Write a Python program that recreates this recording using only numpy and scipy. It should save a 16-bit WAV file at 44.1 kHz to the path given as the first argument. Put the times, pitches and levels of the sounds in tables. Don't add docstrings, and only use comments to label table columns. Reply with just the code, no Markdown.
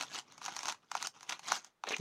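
import sys
import numpy as np
from scipy import signal
from scipy.fft import rfft, irfft
from scipy.io import wavfile

SR = 44100
rng = np.random.default_rng(int(sys.argv[2]) if len(sys.argv) > 2 else 0)


def store_wav(level_fs):
    pcm = np.round(np.clip(np.atleast_2d(level_fs), -1, 1) * 32767)
    wavfile.write(sys.argv[1], SR, pcm.T.astype(np.int16))


N = 88244
T = np.arange(N) / SR

# (peak time [s], level [dB], 20 dB rise [s], 20 dB fall [s], treble lift [dB])
STROKES = [(.008, -38.5, .05, .06, 1), (.155, -42, .08, .055, 2), (.185, -43, .04, .026, 2),
           (.335, -57, .14, .08, -7), (.38, -56, .015, .025, -3), (.455, -45, .06, .05, 0),
           (.486, -42, .02, .03, -10), (.523, -51, .04, .06, -7), (.574, -47, .07, .05, -3),
           (.642, -45, .045, .07, -1), (.697, -37.5, .055, .05, -3), (.845, -67, .08, .03, -7),
           (.96, -49, .055, .09, 2), (1.021, -44.5, .05, .03, 2), (1.051, -35, .022, .024, -2),
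           (1.162, -53, .03, .045, -6), (1.238, -57, .055, .07, 1), (1.322, -43, .055, .066, -4),
           (1.392, -55, .024, .035, -2), (1.44, -50, .025, .05, 1), (1.483, -39, .035, .085, 0),
           (1.529, -38, .03, .06, 3), (1.569, -42, .035, .024, 3), (1.665, -58, .06, .04, -3),
           (1.91, -49, .05, .14, 3)]
# (time [s], buckle knock [dB], middle crack [dB], top tick [dB])
SNAPS = [(.0101, -38, -33, -37), (.024, -42, -44, -38), (.0333, -37, -44, -42), (.147, -48, -44, -42),
         (.1961, -48, -45, -44), (.3225, -58, -58, -53), (.3795, -50, -56, -50), (.4161, -40, -49, -56),
         (.4522, -45, -46, -39), (.4615, -41, -40, -35), (.4806, -34, -48, -48), (.4845, -35, -48, -50),
         (.5652, -39, -40, -35), (.5909, -42, -42, -35), (.6322, -41, -45, -38), (.6564, -37, -38, -36),
         (.6702, -39, -45, -39), (.6832, -30, -37, -33), (.688, -34, -36, -36), (.6975, -36, -36, -38),
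         (.7231, -50, -45, -42), (.9159, -32, -39, -37.5), (.9516, -25, -37, -38), (.968, -43, -41, -43),
         (1.0263, -36, -38, -32), (1.0711, -39, -41, -31), (1.2086, -55, -53, -51), (1.2299, -49, -53, -48),
         (1.2942, -43, -34, -35), (1.2982, -38, -40, -36), (1.3075, -47, -40, -48),
         (1.3232, -36, -31.5, -40), (1.329, -43, -41, -42), (1.3936, -45, -49, -47),
         (1.5196, -20.5, -30, -27), (1.6461, -54, -58, -46), (1.8378, -29.5, -41, -46),
         (1.8889, -47, -39, -37), (1.8954, -44, -42, -40), (1.9213, -42, -39, -39), (1.9658, -42, -39, -38),
         (1.983, -58, -58, -46)]
# (frequency [Hz], relative level [dB], time to fall 60 dB [s])
BUCKLE_MODES = [(760, -3, .009), (920, 0, .009), (1370, -6, .008)]
# (start [s], end [s], level [dB])
RIPS = [(.415, .72, -51.5), (1.29, 1.335, -49), (1.472, 1.58, -48)]
# (time [s], level [dB])
SLIPS = [(1.8698, -41), (1.8745, -39), (1.878, -41), (1.8845, -38), (1.9068, -37), (1.9098, -38),
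         (1.918, -41), (1.9315, -40), (1.937, -40)]
# (peak time [s], level [dB], 20 dB rise [s], 20 dB fall [s])
PRESS = (1.924, -45.5, .12, .055)
SQUEAK = (1.944, -29, .018, .005)
THUMP = (1.999, -36, .008, .007)
# (frequency [Hz], relative level [dB])
THUMP_MODES = [(172, 0), (400, -6)]
# (frequency [Hz], relative level per Hz [dB])
CRACK_COLOUR = [(100, -38), (550, -21), (1300, -7), (1900, -1), (2550, 0), (4000, -5), (5000, -17),
                (16000, -45)]
TICK_COLOUR = [(100, -40), (3000, -20), (4600, -5), (5300, -4), (6300, 1), (7400, -10), (10000, -19),
               (16000, -35)]
WEBBING_COLOUR = [(40, -35), (100, -22), (160, -12), (310, -7.5), (520, -12), (850, 1), (1450, 0),
                  (1850, -6), (2700, -4), (4800, -6.5), (6300, -2), (7600, -15), (11000, -25), (16000, -40)]
CRUNCH_COLOUR = [(45, -26), (200, -6), (430, 6), (620, 1), (1500, -6), (2400, 2), (3000, -8), (3900, -4),
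                 (4900, -19), (16000, -42)]
FLOOR_COLOUR = [(25, -7), (70, -10), (160, 0), (400, -6), (900, -1), (16000, -28)]
HANDLING_COLOUR = [(60, -19), (120, -5), (160, 4), (205, -4), (320, -1), (1500, -19), (16000, -60)]

FLOOR_DB, HANDLING_DB = -78.5, -70
HANDLING_FOLLOWS = .33
HANDLING_FADE_DB_PER_S = 4.5
ROOM_T60_S, ROOM_DB, ROOM_DELAY_S = .11, -11.5, .003
FIBRES_PER_S, HOOKS_PER_S, CLICK_SPREAD_DB = 1700, 450, 3.5
HISS_DB = -4
PATCHY_DB, PATCHY_PER_S = 4.0, 35
JUDDER_DB, PRESS_JUDDER_DB, JUDDER_PER_S = 1.7, 4, 110
TREBLE_HZ = 2500
SNAP_S = .004
KNOCK_TRIM_DB, CRACK_TRIM_DB, TICK_TRIM_DB = -3.2, -2.9, -2.6
CRACK_T60_S, TICK_T60_S, SLIP_T60_S = .015, .013, .016
BUILD_S, BUILD_DB = .0013, 24
KNOCK_LOW_HZ = 650
KNOCK_DETUNE = .04
PRESS_START_S = 1.838
SQUEAK_HZ, SQUEAK_WAVER = 2620, .1
CUTOFF_HZ = 16100


def from_db(db):
    return 10 ** (np.asarray(db) / 20)


def rms_one(x):
    return x / np.sqrt(np.mean(x ** 2) + 1e-20)


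def colour(x, spectrum, size=2048):
    hz, db = np.transpose(spectrum)
    grid = np.log(np.fft.rfftfreq(size, 1 / SR) + 1)
    gain = from_db(np.interp(grid, np.log(hz), db))
    cepstrum = irfft(np.log(gain))[:size // 2]
    response = irfft(np.exp(2 * rfft(cepstrum, size)))
    response = response / np.linalg.norm(response)
    return signal.fftconvolve(x, response)[:len(x)]


def drift(rate):
    r = np.exp(-2 * np.pi * rate / SR)
    return rms_one(signal.lfilter([1], [1, -2 * r, r * r], rng.standard_normal(N)))


def swell(peak_s, db, rise_s, fall_s):
    distance = np.maximum((peak_s - T) / rise_s, (T - peak_s) / fall_s)
    return from_db(db - 20 * distance)


def add(out, s, db, sound):
    i = max(int(s * SR), 0)
    scaled = from_db(db) * np.sqrt(SNAP_S * SR) * sound / np.linalg.norm(sound)
    out[i:i + len(sound)] += scaled[:N - i]


def patchy(x, count=26):
    hz = np.fft.rfftfreq(N, 1 / SR)
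    place = np.interp(np.log(hz + 1), np.log([300, 14000]), [0, count - 1])
    spectrum = rfft(x)
    out = np.zeros(N)
    for k in range(count):
        overlap = np.maximum(1 - abs(place - k), 0)
        band = irfft(spectrum * overlap, N)
        out += band * from_db(PATCHY_DB * drift(PATCHY_PER_S))
    return rms_one(out)


def floor():
    return from_db(FLOOR_DB) * colour(rng.standard_normal(N), FLOOR_COLOUR)


def room(x):
    tail = rng.standard_normal(N) * from_db(-60 * T / ROOM_T60_S) * (T > ROOM_DELAY_S)
    return from_db(ROOM_DB) * signal.fftconvolve(x, tail / np.linalg.norm(tail))[:N]


def handling(effort):
    level = rms_one(effort ** HANDLING_FOLLOWS * from_db(-HANDLING_FADE_DB_PER_S * T))
    return from_db(HANDLING_DB) * level * colour(rng.standard_normal(N), HANDLING_COLOUR)


def thump():
    tones = sum(from_db(db) * np.sin(2 * np.pi * hz * T) for hz, db in THUMP_MODES)
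    return np.sqrt(2) * swell(*THUMP) * tones


def squeak():
    pitch = SQUEAK_HZ * (1 + SQUEAK_WAVER * drift(500))
    tone = np.sin(2 * np.pi * np.cumsum(pitch) / SR)
    return np.sqrt(2) * swell(*SQUEAK) * tone


def slips(size=1600):
    out = np.zeros(N)
    fade = from_db(-60 * T[:size] / SLIP_T60_S)
    for s, db in SLIPS:
        add(out, s, db, colour(rng.standard_normal(size) * fade, CRUNCH_COLOUR))
    return out


def fibres():
    sizes = from_db(CLICK_SPREAD_DB * np.minimum(rng.exponential(1, N), 4))
    signs = rng.choice([-1, 1], N)
    clicks = sizes * signs * (rng.random(N) < FIBRES_PER_S / SR)
    return patchy(rms_one(clicks) + from_db(HISS_DB) * rng.standard_normal(N))


def press():
    contact = np.clip((T - PRESS_START_S) / .01, 0, 1)
    judder = from_db(PRESS_JUDDER_DB * drift(JUDDER_PER_S))
    return colour(fibres() * contact * swell(*PRESS) * judder, CRUNCH_COLOUR) + slips()


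def buckle_knock(after):
    strength = rng.normal(0, 1.5, len(BUCKLE_MODES))
    detune = 1 + KNOCK_DETUNE * rng.standard_normal()
    knock = np.zeros(len(after))
    for k, (hz, db, t60) in enumerate(BUCKLE_MODES):
        fade = from_db(db + strength[k] - 60 * after / t60)
        knock += (-1) ** k * fade * np.sin(2 * np.pi * hz * detune * after)
    no_bass = signal.butter(4, KNOCK_LOW_HZ, "high", fs=SR, output="sos")
    return signal.sosfilt(no_bass, knock)


def snaps(size=1600):
    out = np.zeros(N)
    t = T[:size] - BUILD_S
    after = np.maximum(t, 0)
    build = from_db(BUILD_DB * np.minimum(t, 0) / BUILD_S)
    crack_shape = build * from_db(-60 * after / CRACK_T60_S)
    tick_shape = build * from_db(-60 * after / TICK_T60_S)
    for s, knock_db, crack_db, tick_db in SNAPS:
        crack = colour(rng.standard_normal(size) * crack_shape, CRACK_COLOUR)
        tick = colour(rng.standard_normal(size) * tick_shape, TICK_COLOUR)
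        start_s = s - BUILD_S
        add(out, start_s, knock_db + KNOCK_TRIM_DB, buckle_knock(after))
        add(out, start_s, crack_db + CRACK_TRIM_DB, crack)
        add(out, start_s, tick_db + TICK_TRIM_DB, tick)
    return out


def rip():
    sizes = from_db(CLICK_SPREAD_DB * rng.standard_normal(N)) * rng.choice([-1, 1], N)
    clicks = patchy(sizes * (rng.random(N) < HOOKS_PER_S / SR))
    pull = sum(from_db(db) * (T > start_s) * (T < end_s) for start_s, end_s, db in RIPS)
    return colour(clicks * pull, WEBBING_COLOUR)


def stroke_levels():
    gains = np.array([swell(*row[:4]) for row in STROKES])
    lifts = from_db([row[4] for row in STROKES])[:, None]
    return np.linalg.norm(gains, axis=0), np.linalg.norm(gains * lifts, axis=0)


def webbing(effort, bright):
    rasp = fibres() * from_db(JUDDER_DB * drift(JUDDER_PER_S))
    low = signal.sosfilt(signal.butter(1, TREBLE_HZ, fs=SR, output="sos"), rasp)
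    treble = rasp - low
    return colour(low * effort + treble * bright, WEBBING_COLOUR)


def scene():
    effort, bright = stroke_levels()
    strap = webbing(effort, bright) + rip() + snaps() + press() + squeak()
    close = strap + thump() + handling(effort)
    return (close + room(close) + floor())[None]


def record(dry):
    return signal.sosfilt(signal.ellip(10, .2, 70, CUTOFF_HZ, fs=SR, output="sos"), dry)


dry = scene()
out = record(dry)
store_wav(out)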